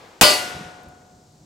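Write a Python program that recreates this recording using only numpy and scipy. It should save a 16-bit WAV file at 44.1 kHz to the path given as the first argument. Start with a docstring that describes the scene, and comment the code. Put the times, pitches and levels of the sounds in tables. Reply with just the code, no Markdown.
"""One revolver shot on a grassy range edged by woods, heard from a few metres behind the shooter.
The muzzle cracks with sharp pressure pulses inside a roar of gas, overloading the microphone.
An instant later the bullet sets a steel plate ringing, and the trees scatter the shot into a long tail.
The shooter's wooden cart thuds on its rails and the gun ticks in the hand, over faint outdoor air."""
import sys
import numpy as np
from scipy import signal
from scipy.fft import rfft, irfft, next_fast_len
from scipy.io import wavfile
from scipy.ndimage import uniform_filter1d

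SR = 44100
rng = np.random.default_rng(int(sys.argv[2]) if len(sys.argv) > 2 else 0)


def bounce(signal):
    """Save signal as a 16-bit WAV file at the path given by the first command-line argument."""
    frames = np.transpose(np.atleast_2d(signal))
    limited = np.clip(frames, -1, 1)
    pcm = np.round(limited * 32767).astype(np.int16)
    wavfile.write(sys.argv[1], SR, pcm)


N = 63945
TIME = np.arange(N) / SR
SHOT_S, HIT_S = 0.2112, 0.2333
CUTOFF_HZ = 16000
LEFT_RIGHT = np.array([[1], [-1]])


def from_db(db):
    """Decibels to gain."""
    return 10 ** (np.asarray(db) / 20)


def rms_one(x):
    """Scale to rms 1."""
    return x / np.sqrt(np.mean(x ** 2) + 1e-20)


def at_hz(table, hz):
    """A table's columns, interpolated along log frequency."""
    freqs, *columns = np.transpose(table)
    return [np.interp(np.log(hz), np.log(freqs), column) for column in columns]


def pan(db):
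    """Left and right gains, db apart; positive leans left."""
    return from_db(db * LEFT_RIGHT / 2)


def decay(start, t60):
    """Silence, then an exponential fall of 60 dB every t60 seconds."""
    return (TIME >= start) * np.exp(-np.log(1000) * np.maximum(TIME - start, 0) / t60)


def drift(per_s):
    """A slow glide between random values."""
    knots = rng.standard_normal(200)
    return np.interp(TIME * per_s + rng.random(), np.arange(len(knots)), knots)


def stereo(mid, side, correlation):
    """Left and right from two unrelated noises: correlation 1 is mono, 0 is wide."""
    return np.sqrt(1 + correlation) * mid + np.sqrt(1 - correlation) * side * LEFT_RIGHT


def band_noise(low_hz, high_hz, correlation):
    """Stereo noise in one band, rms 1."""
    bandpass = signal.butter(2, [low_hz, high_hz], "band", fs=SR, output="sos")
    mid, side = signal.sosfilt(bandpass, rng.standard_normal((2, N + SR // 10)))[:, -N:]
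    return rms_one(stereo(mid, side, correlation))


def coloured_noise(spectrum, image):
    """Noise with a given spectrum and stereo image, rms 1."""
    size = next_fast_len(N)
    hz = np.maximum(np.arange(size // 2 + 1) * SR / size, 1)
    correlation, pan_db = at_hz(image, hz)
    gain = from_db(at_hz(spectrum, hz)[0]) * pan(pan_db) * (hz > 20)
    mid, side = rfft(rng.standard_normal((2, size)))
    return rms_one(irfft(gain * stereo(mid, side, correlation), size)[:, :N])


# Stereo image of the range, shared by air, woods and plate.
# Each row: frequency in Hz, left-right correlation, pan in dB.
RANGE_IMAGE = [(60, 1, 0.5), (484, .88, 0.9), (1300, 0.12, 4), (2350, 0.42, 3), (4500, .7, 2.5),
               (8000, 0.73, -.5), (15000, .45, -2.5)]
# Tone of the air bed and of the wash. Each row: frequency in Hz, relative level in dB.
AIR_SPECTRUM = [(30, -10.5), (80, -4.5), (170, -2), (300, -7), (700, -10), (1300, -20), (2600, -27),
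                (4500, -19.5), (7500, -18.5), (9500, -31), (15500, -37)]
WASH_SPECTRUM = [(40, -28.5), (150, -19), (380, 0.5), (1000, -4), (1800, -9), (4500, -16), (9000, -30.5),
                 (15500, -35.5)]


def air():
    """A bed of outdoor rumble and hiss, with a midrange wash already fading before the shot."""
    bed = from_db(-56) * coloured_noise(AIR_SPECTRUM, RANGE_IMAGE)
    wash = from_db(-45.5) * coloured_noise(WASH_SPECTRUM, RANGE_IMAGE) * decay(0, t60=2)
    return bed + wash


# Gun-handling ticks. Each row: start in seconds, level in dB.
HANDLING_TICKS = [(0.833, -54), (0.886, -51)]


def gun_handling():
    """Thin metallic clicks as the gun is handled."""
    envelope = sum(from_db(db) * decay(start, t60=0.017) for start, db in HANDLING_TICKS)
    return band_noise(8570, CUTOFF_HZ, correlation=0.41) * envelope


# Dull wooden thuds. Each row: start in seconds, level in dB, centre frequency in Hz.
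CART_THUDS = [(0.545, -37, 134), (0.593, -39.5, 185), (0.651, -42.5, 118), (.842, -46, 216),
              (0.866, -42, 107), (.924, -52, 114)]


def cart(roll_start_s=0.61, rise_s=0.012):
    """The wooden cart bumps on its rails and rolls on with a low rumble."""
    out = from_db(-57) * band_noise(73, 206, correlation=1) * (TIME >= roll_start_s)
    spread = 2 ** 0.59  # 0.59 octaves either side
    for start, db, hz in CART_THUDS:
        age = np.maximum(TIME - start, 0) / rise_s
        bump = age * np.exp(1 - age)
        out += from_db(db) * bump * band_noise(hz / spread, hz * spread, correlation=1)
    return out


# The shot's reverb tail. Each row: frequency in Hz, near level in relative dB per Hz,
# near t60 in seconds, far level in relative dB per Hz, far t60 in seconds.
WOODS_SCATTER = [(35, -22, 0.33, -33, 0.6), (102, -5, 0.17, -21.5, 2.0), (240, 3.5, 0.29, -22, 2.2),
                 (565, 9.5, .33, -13, 1.62), (1000, 4.5, 0.32, -19.5, 1.704),
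                 (2005, 2.5, 0.12, -14.5, 1.13), (4460, 0, 0.28, -13.5, 0.9), (8000, -4, 0.43, -22.5, 0.94),
                 (12300, -10.5, 0.4, -23, 0.59), (15900, -19.5, .28, -29.5, 0.55)]


def woods(rise_s=0.012):
    """Ground and trees scatter the shot: near scatter dies fast, far scatter lingers and darkens."""
    edges_hz = np.geomspace(28, 17500, 19)
    tail = 0
    for low, high in zip(edges_hz, edges_hz[1:]):
        hz = np.sqrt(low * high)
        near_db, near_t60, far_db, far_t60 = at_hz(WOODS_SCATTER, hz)
        correlation, pan_db = at_hz(RANGE_IMAGE, hz)
        near = from_db(near_db) * decay(SHOT_S, near_t60)
        far = from_db(far_db) * decay(SHOT_S, far_t60)
        envelope = np.sqrt((high - low) * (near ** 2 + far ** 2))  # powers add across the band
        tail += envelope * pan(pan_db) * band_noise(low, high, correlation)
    attack = 1 - np.exp(-np.maximum(TIME - SHOT_S, 0) / rise_s)
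    return from_db(-42) * tail * attack


# Tone of the plate's clang. Each row: frequency in Hz, relative level in dB.
CLANG_SPECTRUM = [(300, -20), (450, -8), (1500, -11), (2850, -1), (3500, -14.5), (4700, 2.5), (5300, -22),
                  (5900, -18), (9000, -9), (15000, -29)]


def plate_clang():
    """The hit wakes a crowd of weak plate modes that blur into a bright, rough clang."""
    return from_db(-6.5) * coloured_noise(CLANG_SPECTRUM, RANGE_IMAGE) * decay(HIT_S, t60=0.34)


# The steel plate's ringing modes. Each entry: frequency in Hz.
PLATE_MODE_HZ = [601, 728, 991, 1187, 1451, 1454, 1976, 2574, 2822, 3046, 3386, 3576, 3747, 4086, 4308,
                 4541, 4700, 5098, 5236]
# How those modes ring, in the same order. Each row: relative level in dB, t60 in seconds.
PLATE_MODE_RING = [(-4.5, 0.31), (-28, 2.09), (-27.5, 0.83), (-7, .3), (-7, 0.35), (-24.5, 1.374),
                   (-13.5, 0.57), (-15, 0.4), (-19, 0.64), (-5, .22), (-10.5, 0.23), (-14, .3),
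                   (-16.5, .35), (-11.5, 0.29), (-16, 0.46), (-2.5, .3), (-12.5, 0.12), (-4, 0.22),
                   (-21, 0.5)]


def plate_ring():
    """The bullet strikes every mode at once; each wavers slowly as it rings."""
    ring = 0
    for hz, (db, t60) in zip(PLATE_MODE_HZ, PLATE_MODE_RING):
        correlation, pan_db = at_hz(RANGE_IMAGE, hz)
        # Each mode reaches the two sides out of step, which widens the ring.
        side_phase = np.arccos(correlation) / 2 * LEFT_RIGHT * rng.choice([-1, 1])
        tone = np.sin(2 * np.pi * (hz * TIME + rng.random()) + side_phase)
        waver = 1 + 0.2 * drift(per_s=9)
        ring += from_db(db) * pan(pan_db) * decay(HIT_S, t60) * waver * tone
    return from_db(-1.5) * ring


# Tone of the gas roar. Each row: frequency in Hz, relative level in dB.
ROAR_SPECTRUM = [(30, -17), (110, -8.5), (240, -5.5), (420, -5), (560, -6), (850, 1.5), (1800, -6),
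                 (2650, -0.5), (3500, -6.5), (7500, -7.5), (15500, -17)]
# Stereo image of the roar. Each row: frequency in Hz, left-right correlation, pan in dB.
ROAR_IMAGE = [(80, -0.14, -6), (350, .85, 0.5), (800, 1, 2.5), (2500, 0.3, 6.5), (5000, .4, 2),
              (14000, 0.76, -4)]
# The crack: the muzzle wave and its near reflections.
# Each row: start in seconds, level in dB, length in seconds, pan in dB.
CRACK_PULSES = [(.2113, 8.5, 0.00052, -9), (.2168, 6, .0018, -3), (0.2212, 6, 0.0012, -3.5),
                (0.2295, -7.5, 0.00058, 3), (0.2319, 0, 0.0022, -5.5)]


def muzzle_blast():
    """N-shaped pressure pulses give the crack; a short roar of gas gives the body."""
    blast = from_db(10) * coloured_noise(ROAR_SPECTRUM, ROAR_IMAGE) * decay(SHOT_S, t60=0.11)
    for start, db, length, pan_db in CRACK_PULSES:
        age = (TIME - start) / length
        n_wave = (1 - 2 * age) * ((age >= 0) & (age < 1))
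        blast += from_db(db) * pan(pan_db) * n_wave
    return blast


def scene():
    """Everything that reaches the microphone."""
    return muzzle_blast() + woods() + plate_ring() + plate_clang() + cart() + gun_handling() + air()


# Low thumps of overload. Each row: centre in seconds, level in dB, half-width in seconds, pan in dB.
OVERLOAD_SAGS = [(0.217, -20.5, 0.002, -14), (0.2334, -25, 0.0026, -18)]


def microphone_sag():
    """The overloaded microphone swings to one side and recovers after the strongest pulses."""
    return -sum(from_db(db) * pan(pan_db) * np.exp(-((TIME - centre) / half_width) ** 2)
                for centre, db, half_width, pan_db in OVERLOAD_SAGS)


def record(dry, threshold_db=-14, squeeze=0.47, detector_s=0.016, ceiling=0.93):
    """The microphone overloads, a compressor and soft clip hold the level down, the top is cut."""
    headroom = from_db(4.5)
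    overloaded = headroom * np.tanh(dry / headroom)
    power = uniform_filter1d(np.mean(overloaded ** 2, axis=0), int(detector_s * SR))
    over_db = np.maximum(10 * np.log10(np.maximum(power, 1e-12)) - threshold_db, 0)
    compressed = overloaded * from_db(-squeeze * over_db)
    clipped = ceiling * np.tanh((compressed + microphone_sag()) / ceiling)
    lowpass = signal.cheby2(14, 60, CUTOFF_HZ + 600, fs=SR, output="sos")
    return signal.sosfilt(lowpass, clipped)


dry = scene()
out = record(dry)
bounce(out)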